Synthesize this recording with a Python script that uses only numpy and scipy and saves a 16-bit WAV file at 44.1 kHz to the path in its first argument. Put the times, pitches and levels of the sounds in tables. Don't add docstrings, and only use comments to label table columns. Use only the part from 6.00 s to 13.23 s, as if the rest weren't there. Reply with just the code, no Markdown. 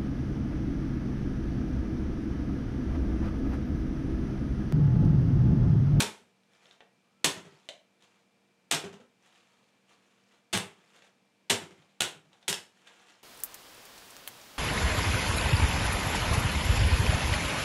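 import sys
import numpy as np
from scipy import signal
from scipy.fft import rfft, irfft
from scipy.io import wavfile

SR = 44100
rng = np.random.default_rng(int(sys.argv[2]) if len(sys.argv) > 2 else 0)


def inscribe(sig):
    pcm = np.round(np.clip(np.atleast_2d(sig).T, -1, 1) * 32767)
    wavfile.write(sys.argv[1], SR, pcm.astype(np.int16))


N = 318843
T = np.arange(N) / SR
AGE = T[:int(.6 * SR)]
TOP_HZ = 15800

# (first fracture [s], relative crunch level [dB], crunch length [s],
# treble tilt [dB per octave], ring of the ice block [Hz], ring level [dB],
# relative first fracture level [dB], wait for the second fracture [s], its relative level [dB])
BLOWS = [(0.0050, -17, 0.0091, 2, 2430, -37.5, -11.5, 0.017, -13.5),
         (1.2450, -19.5, 0.019, 1.4, 740, -33, -4.5, 0.013, -14.5),
         (2.7127, -25, 0.043, 1, 2460, -36.5, -8.5, 0.035, -17.5),
         (4.5306, -25, 0.043, 1.2, 2930, -36.5, -17.5, 0.044, -14.5),
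         (5.5002, -19, 0.025, 1.5, 3270, -37.5, -11.5, .028, -20),
         (6.0071, -30.5, 0.048, 1.1, 1454, -27, -11.5, 0.013, -12),
         (6.4817, -22.5, 0.029, 3.5, 3020, -42.5, -14.5, 0.046, -14)]
# (frequency [Hz], relative density [dB])
CRUNCH_SPECTRUM = [(88, -39.5), (150, 2), (328, -4), (457, 0.5), (524, -5.5), (837, -1.5), (1170, -7),
                   (3040, -1.5), (3620, -3.5), (4760, -11), (8070, -10.5), (11300, -19), (14800, -35),
                   (16000, -45.5)]
# (frequency [Hz], relative density [dB])
RUSTLE_SPECTRUM = [(180, -36), (300, -8), (467, -4.5), (550, -4.5), (975, -6), (1210, -5), (3220, -4.5),
                   (4690, -16), (6950, -13), (10500, -26), (15000, -39)]
# (frequency [Hz], relative density [dB])
SHELL_SPECTRUM = [(100, -30), (300, -16.5), (480, -1.5), (700, -1), (920, -1.5), (1200, -12), (1600, -4.5),
                  (2300, -2.5), (3000, 0), (3600, 2.5), (4700, -9), (7800, -9.5), (11000, -16.5),
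                  (15000, -36.5)]


def undb(db):
    return 10 ** (np.asarray(db) / 20)


def unit(x):
    return x / np.sqrt(np.mean(x ** 2))


def fade(t60):
    return np.exp(-np.log(1000) * AGE / max(t60, 1 / SR))


def add(track, s, sound):
    i = max(int(s * SR), 0)
    track[i:i + len(sound)] += sound[:N - i]


def convolve(x, response):
    return signal.fftconvolve(x, response)[:N]


def colour(x, spectrum, tilt_db=0, size=4096):
    hz, db = np.transpose(spectrum)
    octave = np.log2(np.maximum(np.fft.rfftfreq(size, 1 / SR), 1))
    level_db = np.interp(octave, np.log2(hz), db) + tilt_db * octave
    cepstrum = irfft(np.log(undb(level_db)))
    response = irfft(np.exp(rfft(2 * cepstrum[:size // 2], size)))
    return signal.fftconvolve(x, response / np.linalg.norm(response))[:len(x)]


def soften(x, hz):
    return signal.sosfilt(signal.butter(2, min(hz, SR / 3), fs=SR, output="sos"), x)


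def ring(modes, scatter_db):
    signs = rng.choice([-1, 1], len(modes))
    gains = signs * undb(scatter_db * rng.standard_normal(len(modes)))
    out = np.zeros(len(AGE))
    for gain, (hz, db, t60) in zip(gains, modes):
        out += gain * undb(db) * fade(t60) * np.sin(2 * np.pi * hz * AGE)
    return out


def burst(t60):
    return rng.standard_normal(len(AGE)) * fade(t60)


def crackle(count, rate, spread_db):
    size = undb(spread_db * np.minimum(rng.exponential(size=count), 4))
    sign = rng.choice([-1, 1], count)
    occurs = rng.random(count) < rate / SR
    return unit(size * sign * occurs)


def background():
    # (frequency [Hz], rms level [dB])
    hum_tones = [(193.8, -78.5), (236.9, -84), (353, -90), (468.3, -83), (527.6, -94), (2353, -84),
                 (2584, -95.5)]
    # (frequency [Hz], relative density [dB])
    quiet_spectrum = [(25, -21.5), (70, -27), (110, -11), (190, -5.5), (300, -9), (450, -12), (700, -11.5),
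                      (1200, -17), (2000, -18), (2400, -15.5), (3000, -19), (5000, -23.5), (9000, -29.5),
                      (16000, -44)]
    quiet_db = -71.18
    hum = np.zeros(N)
    for hz, db in hum_tones:
        drift_hz = 2.1 * unit(soften(rng.standard_normal(N), 11))
        phase = 2 * np.pi * np.cumsum(hz + drift_hz) / SR
        hum += undb(db) * np.sqrt(2) * np.sin(phase)
    return hum + undb(quiet_db) * unit(colour(rng.standard_normal(N), quiet_spectrum))


def squeak():
    # (time [s], mean pitch [Hz], peak level [dB])
    path = [(1.02, 1120, -81.5), (1.07, 1220, -80), (1.13, 1270, -81.5), (1.18, 1340, -78.5),
            (1.24, 1350, -78.5)]
    s, hz, db = np.transpose(path)
    wobble_hz = 20 * unit(soften(rng.standard_normal(N), 80))
    pitch = np.interp(T, s, hz) + wobble_hz
    level = np.interp(T, s, undb(db), left=0, right=0)
    return level * np.sin(2 * np.pi * np.cumsum(pitch) / SR)


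def swell(s, length):
    release_ratio = 1.26
    return np.exp(-((T - s) / np.where(T < s, length, release_ratio * length)) ** 2)


def chips():
    low_hz, high_hz, t60 = 800, 6000, .008
    out = np.zeros(N)
    age = AGE[:SR // 50]
    chip_fade = np.exp(-np.log(1000) * age / t60)
    knocks = crackle(N, rate=90, spread_db=1.5)
    pitches = low_hz * (high_hz / low_hz) ** rng.random(N)
    for i in np.flatnonzero(knocks):
        add(out, i / SR, knocks[i] * chip_fade * np.sin(2 * np.pi * pitches[i] * age))
    return unit(out)


def rustle():
    # (strongest moment [s], rise length [s], relative level [dB])
    strokes = [(0.548, 0.053, -66.5), (0.679, 0.065, -61.5), (1.52, 0.15, -64), (2.033, 0.026, -62),
               (2.13, 0.079, -68.5), (3.255, 0.042, -62), (3.36, 0.043, -63.5), (3.54, 0.17, -68.5),
               (3.91, 0.029, -61.5), (4.093, 0.18, -69), (4.34, .05, -67.5), (4.82, 0.091, -65.5),
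               (4.957, 0.04, -59.5), (5.045, 0.036, -60.5), (5.76, 0.15, -66.5), (6.342, .04, -65),
               (6.426, 0.012, -63), (6.876, 0.014, -57), (6.96, 0.23, -60.5), (7.095, 0.033, -65)]
    rub_db, crinkle_db, chip_db = -5, -13, -10.5
    effort = sum(undb(db) * swell(s, length) for s, length, db in strokes)
    wander = np.tanh(unit(soften(rng.standard_normal(N), 40)))
    fits = unit(undb(3 * wander))
    rub = colour(crackle(N, rate=3300, spread_db=0), RUSTLE_SPECTRUM)
    crinkle = colour(crackle(N, rate=260, spread_db=3), SHELL_SPECTRUM, tilt_db=1.5)
    friction = fits * (undb(rub_db) * rub + undb(crinkle_db) * crinkle)
    return effort * (friction + undb(chip_db) * chips())


def ticks():
    # (time [s], relative level [dB], brightness corner [Hz])
    knocks = [(0.435, -57.5, 4000), (0.657, -43.5, 4500), (0.711, -41.5, 5000), (0.806, -31, 2280),
              (1.689, -25, 10000), (2.024, -47, 7970), (5.022, -41, 4000), (5.822, -44.5, 2200),
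              (6.331, -47.5, 8200), (6.428, -43.5, 5120), (6.874, -41, 7040)]
    out = np.zeros(N)
    for s, db, corner_hz in knocks:
        contact = signal.unit_impulse(len(AGE)) + undb(-18.5) * burst(0.043)
        click = colour(contact, SHELL_SPECTRUM, tilt_db=.5)
        body = ring([(696.6, -25, 0.017), (3700, -10.5, 0.003)], scatter_db=4.5)
        add(out, s, undb(db + 6) * soften(click + body, corner_hz))
    return out


def contacts(count=3):
    # (push [s], relative level [dB], thump pitch [Hz],
    # relative deep boom level [dB], first hop [s], relative first landing level [dB], its pitch [Hz])
    thumps = [(0.003, -21, 422, -55, 0.11, -42, 403), (1.2500, -22, 301, -46, 0.11, -30, 358),
              (2.728, -26.5, 311, -42.5, .110, -28, 385), (4.533, -19.5, 370, -25.5, 0.097, -37.5, 397),
              (5.503, -18.5, 457, -29, .113, -34.5, 342), (6.017, -32.5, 340, -36.5, .130, -44.5, 312),
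              (6.486, -26.5, 375, -43.5, 0.11, -55, 380)]
    boom_hz, boom_lag_s = 102, .016
    end_lag_s, end_pitch_ratio, end_db = .012, .49, -2.5
    hop_ratio, hop_loss_db = 0.81, -9
    for s, db, hz, boom_db, hop, landing_db, landing_hz in thumps:
        yield s + boom_lag_s, boom_db, boom_hz
        for k in range(count + 1):
            yield s, db, hz
            yield s + end_lag_s, db + end_db, hz * end_pitch_ratio
            s += hop * hop_ratio ** k
            db = landing_db + k * hop_loss_db
            hz = landing_hz * np.exp(0.084 * k * rng.standard_normal())


def thuds():
    # (frequency [Hz], relative level [dB], 60 dB decay time [s])
    table_modes = [(96, -1, .27), (112, -5, .27), (150, -2, .3), (170, -4, .2), (194, -4, .18),
                   (280, -2, .12), (396, 0, .14), (462, 1, .14), (570, -4, .1), (643, -2, .12),
                   (692, -1, .12)]
    thump_cycles = 13
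    boom, rattle = np.zeros(N), np.zeros(N)
    for s, db, hz in contacts():
        cushion = 1 - np.exp(-AGE * hz)
        thump = ring([(hz, 0, thump_cycles / hz)], scatter_db=2.5) * cushion
        board = undb(-23.5) * ring(table_modes, scatter_db=2) + undb(-2) * burst(0.023)
        add(boom, s, undb(db - 1) * (thump + soften(board, 2.4 * hz)))
        shaken_ice = fade(0.14) * crackle(len(AGE), rate=1500, spread_db=3)
        add(rattle, s, undb(db - 16.5) * shaken_ice)
    boom = signal.sosfilt(signal.butter(2, 80, "high", fs=SR, output="sos"), boom)
    return boom + colour(rattle, RUSTLE_SPECTRUM, tilt_db=-0.5)


def fracture(pitch_ratio):
    # (frequency [Hz], relative level [dB], 60 dB decay time [s])
    bottle_modes = [(759, -2.5, 0.031), (1321, -9.5, 0.073), (2020, -6.5, 0.015), (2610, 0.5, .11),
                    (2530, -8, 0.055), (3200, -4, 0.034), (3400, -2.5, 0.072), (3640, -1, .1),
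                    (3810, -2.5, 0.04), (5300, -9, 0.13), (7300, -10, 0.098), (8300, -4, 0.16)]
    # (frequency before the pitch ratio [Hz], relative level [dB], 60 dB decay time [s])
    snap_modes = [(3520, 0, 0.0026), (6500, -7, .005)]
    snap = ring([(hz * pitch_ratio, db, t60) for hz, db, t60 in snap_modes], scatter_db=3.5)
    edge = undb(-8) * colour(burst(0.02), CRUNCH_SPECTRUM, tilt_db=3.5)
    return snap + edge + undb(-28.5) * ring(bottle_modes, scatter_db=2.5)


def cracks(count=2):
    second_pitch_ratio = .82
    splinter_s, splinter_db = .016, -11
    out = np.zeros(N)
    for start, *_, first_db, wait, second_db in BLOWS:
        breaks = (start, first_db, 1), (start + wait, second_db, second_pitch_ratio)
        for s, db, ratio in breaks:
            add(out, s, undb(db - 2.5) * fracture(ratio))
            for lag, size in rng.random((count, 2)):
                splinter = fracture(2 ** (size - .5))
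                add(out, s + splinter_s * lag, undb(db + splinter_db) * splinter)
    return out


def blows():
    lead_s = .0035
    out = np.zeros(N)
    for s, db, length, tilt_db, hz, ring_db, *_ in BLOWS:
        crush = (1 - np.exp(-AGE / 0.0031)) * np.exp(-(AGE / length) ** 2)
        settling = undb(-21.5) * fade(0.39)
        clicks = (crush + settling) * crackle(len(AGE), rate=2500, spread_db=1)
        add(out, s - lead_s, undb(db - 2.5) * colour(clicks, CRUNCH_SPECTRUM, tilt_db))
        add(out, s, undb(ring_db) * ring([(hz, 0, .05)], scatter_db=4.5))
    return out


def room(x, count=14):
    # (frequency [Hz], 60 dB decay time [s], reverberation level [dB])
    reverberation = [(125, 0.28, -8), (407, 0.29, 1), (1060, .35, 0.5), (2840, 0.3, -6), (6000, 0.25, -2.5),
                     (12000, 0.24, -7)]
    hz, t60, db = np.transpose(reverberation)
    centres = np.log(np.geomspace(60, TOP_HZ, count))
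    pitch = np.log(np.maximum(np.fft.rfftfreq(len(AGE), 1 / SR), 1))
    echoes = rfft(rng.standard_normal(len(AGE)))
    build_up = 1 - np.exp(-AGE / .004)
    tail = np.zeros(len(AGE))
    for centre, share in zip(centres, np.eye(count)):
        band = irfft(echoes * np.interp(pitch, centres, share), len(AGE))
        decay = fade(np.interp(centre, np.log(hz), t60)) * build_up
        level = undb(np.interp(centre, np.log(hz), db))
        tail += level * band * decay / np.linalg.norm(decay)
    return convolve(x, tail)


def scene():
    sources = rustle(), ticks() + squeak(), thuds(), cracks(), blows()
    return (background() + sum(x + room(x) for x in sources))[None]


def record(dry):
    thin = signal.sosfilt(signal.butter(2, 55, "high", fs=SR, output="sos"), dry)
    return signal.sosfilt(signal.ellip(8, .2, 70, TOP_HZ, fs=SR, output="sos"), thin)


dry = scene()
out = record(dry)
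inscribe(out)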